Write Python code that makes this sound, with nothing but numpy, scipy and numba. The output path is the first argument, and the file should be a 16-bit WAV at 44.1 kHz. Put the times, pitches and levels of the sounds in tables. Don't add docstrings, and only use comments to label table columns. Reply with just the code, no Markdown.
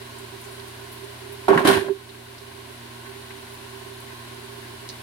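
import sys
import numpy as np
from scipy import signal
from scipy.fft import rfft, irfft, next_fast_len
from scipy.io import wavfile
from scipy.ndimage import uniform_filter1d
from numba import njit

SR = 44100
rng = np.random.default_rng(int(sys.argv[2]) if len(sys.argv) > 2 else 0)


def int16_out(signal):
    q = np.round(np.clip(np.atleast_2d(signal).T, -1, 1) * 32767)
    wavfile.write(sys.argv[1], SR, q.astype(np.int16))


N = 221444


def undb(db):
    return 10 ** (np.asarray(db) / 20)


def along(table, hz):
    freqs, values = np.transpose(table)
    return np.interp(np.log(hz + 1), np.log(freqs), values)


def colour(x, gain):
    size = next_fast_len(x.shape[-1] + 4096)
    hz = np.arange(size // 2 + 1) * SR / size
    return irfft(rfft(x, size) * gain(hz), size)[..., :x.shape[-1]]


def noise(length, gain):
    return colour(rng.standard_normal((2, length)), gain)


def unit(x):
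    return x / np.sqrt(np.mean(x ** 2))


def wander(per_s):
    hold = int(SR / per_s)
    steps = np.repeat(rng.standard_normal(N // hold + 1), hold)
    return 1.3 * uniform_filter1d(uniform_filter1d(steps, hold), hold)[:N]


def add(out, x, start_s):
    i = int(start_s * SR)
    out[:, i:i + x.shape[1]] += x[:, :N - i]


# (pitch [Hz], level [dB])
FRIDGE_NOTES = [(40, -70), (59.3, -66), (85.9, -56.5), (120, -48.5), (171.6, -70), (237.3, -56.5)]

def fridge_hum(waver_db=1.46, drift_rad=0.58, left_lag_s=0.00022):
    t = np.arange(N) / SR - np.array([[left_lag_s], [0]])
    out = 0
    for hz, db in FRIDGE_NOTES:
        size = np.sqrt(2) * undb(db + waver_db * wander(3.37))
        phase = 2 * np.pi * (hz * t + rng.random()) + drift_rad * wander(2.48)
        out += size * np.sin(phase)
    return out


# (frequency [Hz], relative level [dB])
FAN_COLOUR = [(25, -10), (60, -26), (100, 4), (170, -9), (300, -1), (700, -0.5), (1100, -4), (2000, 1),
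              (4000, -5.5), (6500, -12.5), (9500, -13.5), (12000, -13.5), (15500, -19)]

def fan_hiss(level_db=-42.5, swell_db=-0.03, flicker_db=-0.05):
    out, swell = 0, wander(1.24)
    for hz in 30 * 2. ** np.arange(10):
        octave = lambda f: np.cos(np.pi / 2 * np.clip(np.log2((f + 1) / hz), -1, 1))
        band = noise(N, lambda f: undb(along(FAN_COLOUR, f)) * octave(f))
        out += band * undb(swell_db * swell + flicker_db * wander(10))
    return unit(out) * undb(level_db)


# (time [s], level [dB], pitch [Hz], fade time [s])
HAND_TOUCHES = [(.182, -42.5, 8840, 0.096), (.411, -43.5, 10500, 0.083), (0.436, -44, 7000, .12),
                (.51, -46, 10000, 0.18), (.597, -39, 3500, 0.043), (.675, -46, 9500, 0.13),
                (.915, -41, 12000, 0.18), (1.04, -46.5, 9000, 0.081), (1.32, -42, 11500, 0.11),
                (2.091, -37.5, 3350, 0.082), (2.145, -39, 1900, .06), (2.38, -40.5, 4300, 0.09),
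                (3.057, -36, 1950, .11), (3.305, -35.5, 2010, 0.088), (3.535, -45, 12000, 0.084),
                (4.0, -45, 11000, 0.082), (4.079, -38.5, 1800, 0.36), (4.621, -37, 1900, 0.26),
                (4.8899, -25.5, 4730, 0.01), (4.893, -31.5, 4560, 0.082)]

def hands(left_db=-0.5):
    out, t = np.zeros((2, N)), np.arange(SR // 4) / SR
    balance_db = np.array([[left_db], [-left_db]]) / 2
    for start, db, hz, t60 in HAND_TOUCHES:
        octaves = 0.33 * (0.13 / t60) ** 0.23
        rise_s = 0.28 * t60 ** 2
        band = unit(noise(len(t), lambda f: np.exp(-.5 * (np.log2((f + 1) / hz) / octaves) ** 2)))
        shape = (1 - np.exp(-t / rise_s)) * undb(-60 * t / t60)
        add(out, band * shape * undb(db + balance_db), start)
    return out


CUP_NOTE_HZ = 391
# (time [s], peak level [dB], spread in time [s])
CUP_SWELLS = [(1.492, -5, 0.0045), (1.516, -3, .012), (1.55, -9.5, 0.02), (1.589, -14, 0.0055),
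              (1.63, -15, 0.014), (1.70, -3, 0.017), (1.774, -6, 0.016), (1.825, -13, 0.0086),
              (1.87, -17, .014), (1.911, -8.5, .013), (1.959, -27, 0.018)]

def cup_swells(left_db=-14.5):
    t = np.arange(N) / SR
    size = sum(undb(db) * np.exp(-.5 * ((t - peak_s) / spread) ** 2) for peak_s, db, spread in CUP_SWELLS)
    return size * np.sin(2 * np.pi * CUP_NOTE_HZ * t) * np.array([[undb(left_db)], [1]])


def without_cup_note(x, width_hz):
    return signal.lfilter(*signal.iirnotch(CUP_NOTE_HZ, CUP_NOTE_HZ / width_hz, SR), x)


def chatter(tone, per_s, decay_s, scatter_db=2.5):
    hits = (rng.random(N) < per_s / SR) * undb(2 * scatter_db * rng.exponential(size=N))
    power = signal.lfilter([1], [1, -np.exp(-2 / (decay_s * SR))], hits)
    return unit(np.sqrt(power) * noise(N, tone))


# (time [s], level [dB], fade time [s])
EDGE_CLASHES = [(1.482, -29, 0.11), (1.5765, -25, 0.046), (1.59, -37, 0.25), (1.649, -21.5, 0.19),
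                (1.672, -15.5, 0.35), (1.735, -40, 0.55)]
# (frequency [Hz], relative level [dB])
EDGE_COLOUR = [(1200, -9), (2200, -13), (3200, 3.5), (4500, -6), (7000, -13), (10000, -9.5), (12500, -12.5),
               (15500, -22)]

def edge_clashes(rise_s=0.0013):
    size = 0
    for start, db, t60 in EDGE_CLASHES:
        age = np.maximum(np.arange(N) / SR - start, 0)
        size += undb(db - 60 * age / t60) * (1 - np.exp(-age / rise_s))
    return size * chatter(lambda f: undb(along(EDGE_COLOUR, f)), per_s=1200, decay_s=0.0068)


# (frequency [Hz], relative level [dB])
STEEL_COLOUR = [(40, -40), (70, -6), (110, -7.5), (160, -2.5), (220, 1.5), (320, -1), (395, -1.5), (470, 2),
                (800, -3.5), (1100, -11), (1600, -3), (2500, -9.5), (4000, -21.5), (15000, -33.5)]

def steel_tone(hz):
    return undb(along(STEEL_COLOUR, hz))


# (time [s], level [dB])
RATTLE_LEVELS = [(1.482, -22), (1.545, -22), (1.576, -26.5), (1.579, -20), (1.645, -25.5), (1.65, -19.5),
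                 (1.698, -12.5), (1.722, -16), (1.781, -18), (1.8, -31), (1.884, -34.5), (1.942, -67)]

def bowl_rattle():
    level_db = np.interp(np.arange(N) / SR, *np.transpose(RATTLE_LEVELS), left=-120, right=-120)
    rattle = undb(level_db) * chatter(steel_tone, per_s=630, decay_s=0.016)
    return without_cup_note(rattle, width_hz=45)


# (time [s], level [dB], pitch [Hz], width [octaves], fade time [s])
BLOWS = [(1.4822, -12.5, 750, 0.83, 0.18), (1.490, -19, 634, 1.4, 0.16), (1.504, -13, 495, 1.5, 0.48),
         (1.505, -31, 2750, 0.45, 0.52), (1.530, -20.5, 1050, 0.57, 0.46), (1.556, -23, 165, .59, 0.17),
         (1.576, -10.5, 1680, 0.94, 0.052), (1.587, -23, 1500, 1.4, 0.29), (1.606, -24, 680, .65, 0.077),
         (1.6507, -18, 295, 0.91, 0.14), (1.652, -17, 1160, 1.2, .12), (1.672, -14.5, 2240, 2.3, .25),
         (1.688, -16, 1240, 2.5, 0.12), (1.700, -17.5, 607, 3.2, 0.16), (1.730, -18.5, 2730, 1.04, 0.35),
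         (1.743, -24, 890, 2.5, .19), (1.765, -27, 99, 0.77, 0.17), (1.775, -27, 910, 2.1, 0.15),
         (1.862, -63, 495, 1.7, .12), (1.884, -26, 550, 1.55, .07), (1.905, -34.5, 320, 0.41, 0.14)]
# (pitch [Hz], relative level [dB], fade time [s])
SINK_NOTES = [(101, -19, .3), (157.6, 6.5, 0.49), (235, -23, 0.12), (305, -16, 0.24), (543, 6.5, 0.064),
              (722, 3, 0.17), (835, -25, 0.12), (915, -28, 0.24), (1115, 3, 0.27), (1437, 4.5, 0.11),
              (1630, 6, 0.061), (1828, 9.5, 0.17)]

def sink_knocks(notes_db=-12, scatter_db=3.0, crack_gain=2.24, crack_cycles=2.1, rise_s=0.00037):
    out, t = np.zeros((2, N)), np.arange(SR // 2) / SR
    for start, db, hz, octaves, t60 in BLOWS:
        contact = lambda f: 1 / (1 + (np.log2((f + 1) / hz) / octaves) ** 4)
        ring = unit(noise(len(t), lambda f: steel_tone(f) * contact(f)))
        crack = crack_gain * np.sin(2 * np.pi * hz * t) * np.exp(-t * hz / crack_cycles)
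        blow = crack + ring * undb(-60 * t / t60) * (1 - np.exp(-t / rise_s))
        for note_hz, note_db, note_t60 in SINK_NOTES:
            sign = rng.choice([-1, 1], (2, 1))
            strength = undb(note_db + notes_db + scatter_db * rng.standard_normal((2, 1)))
            note = np.sin(2 * np.pi * note_hz * t) * undb(-60 * t / min(note_t60, t60))
            blow += sign * strength * contact(note_hz) * note
        add(out, undb(db) * blow, start)
    out = signal.sosfilt(signal.butter(3, 80, "high", fs=SR, output="sos"), out)
    return without_cup_note(out, width_hz=50)


# (frequency [Hz], base likeness [0-1])
MIC_LIKENESS = [(60, 1), (200, 0.7), (400, 0.91), (800, 0.6), (1500, 0), (15000, 0)]

def two_mics(x, alike):
    shared = lambda hz: np.clip(along(MIC_LIKENESS, hz) ** (1 / alike), 0, 1)
    separate = lambda hz: np.sqrt(1 - shared(hz) ** 2)
    return np.array([x[0], colour(x[0], shared) + colour(x[1], separate)])


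# (peak [Hz], peak width [Hz], dip [Hz], dip width [Hz])
CUP_RESONANCES = [(398.3, 16.6, 498.6, 7.5), (698.4, 38, 719, 50), (920, 49, 894, 66),
                  (1081.4, 92.5, 1260, 16), (1506, 188, 1868, 1090), (2935, 306, 2954, 1290),
                  (4153, 930, 4966, 1370)]
# (frequency [Hz], gain [dB])
CUP_COLOUR = [(100, -14), (600, -9), (1500, -11), (3000, -14.5), (5000, 2.5), (7000, -1), (10000, 0.5),
              (15000, 0.5)]

def cup_air(hz):
    gain = undb(along(CUP_COLOUR, hz))
    for peak, peak_width, dip, dip_width in CUP_RESONANCES:
        gain = gain * (dip ** 2 - hz ** 2 + 1j * hz * dip_width)
        gain = gain / (peak ** 2 - hz ** 2 + 1j * hz * peak_width)
    return gain


def scene():
    bowl = two_mics(sink_knocks() + bowl_rattle() + edge_clashes(), alike=0.78)
    left, right = bowl + two_mics(fan_hiss(), alike=0.92) + hands() + fridge_hum()
    return np.array([left, colour(right, cup_air)]) + cup_swells()


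@njit
def follow(x, attack, release):
    out, level = np.empty(len(x)), x[0]
    for i in range(len(x)):
        level += (x[i] - level) * (attack if x[i] > level else release)
        out[i] = level
    return out


def record(dry, port_hz=9600, port_width_hz=1900, port_db=5.5,
           threshold_db=-33.5, ratio=1.25, attack_s=0.033, release_s=0.59, ceiling=0.95):
    wet = colour(dry, lambda f: 1 + (undb(port_db) - 1) / (1 + (2 * (f - port_hz) / port_width_hz) ** 2))
    loud_db = 10 * np.log10(uniform_filter1d(np.mean(wet ** 2, axis=0), size=1024) + 1e-12)
    over_db = follow(np.maximum(loud_db - threshold_db, 0), 1 / (attack_s * SR), 1 / (release_s * SR))
    wet = wet * undb(-over_db * (1 - 1 / ratio))
    wet = wet / (1 + np.abs(wet / ceiling) ** 4) ** .25
    treble_cut = signal.ellip(10, .2, 70, 15850, fs=SR, output="sos")
    return signal.sosfilt(treble_cut, wet)


dry = scene()
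out = record(dry)
int16_out(out)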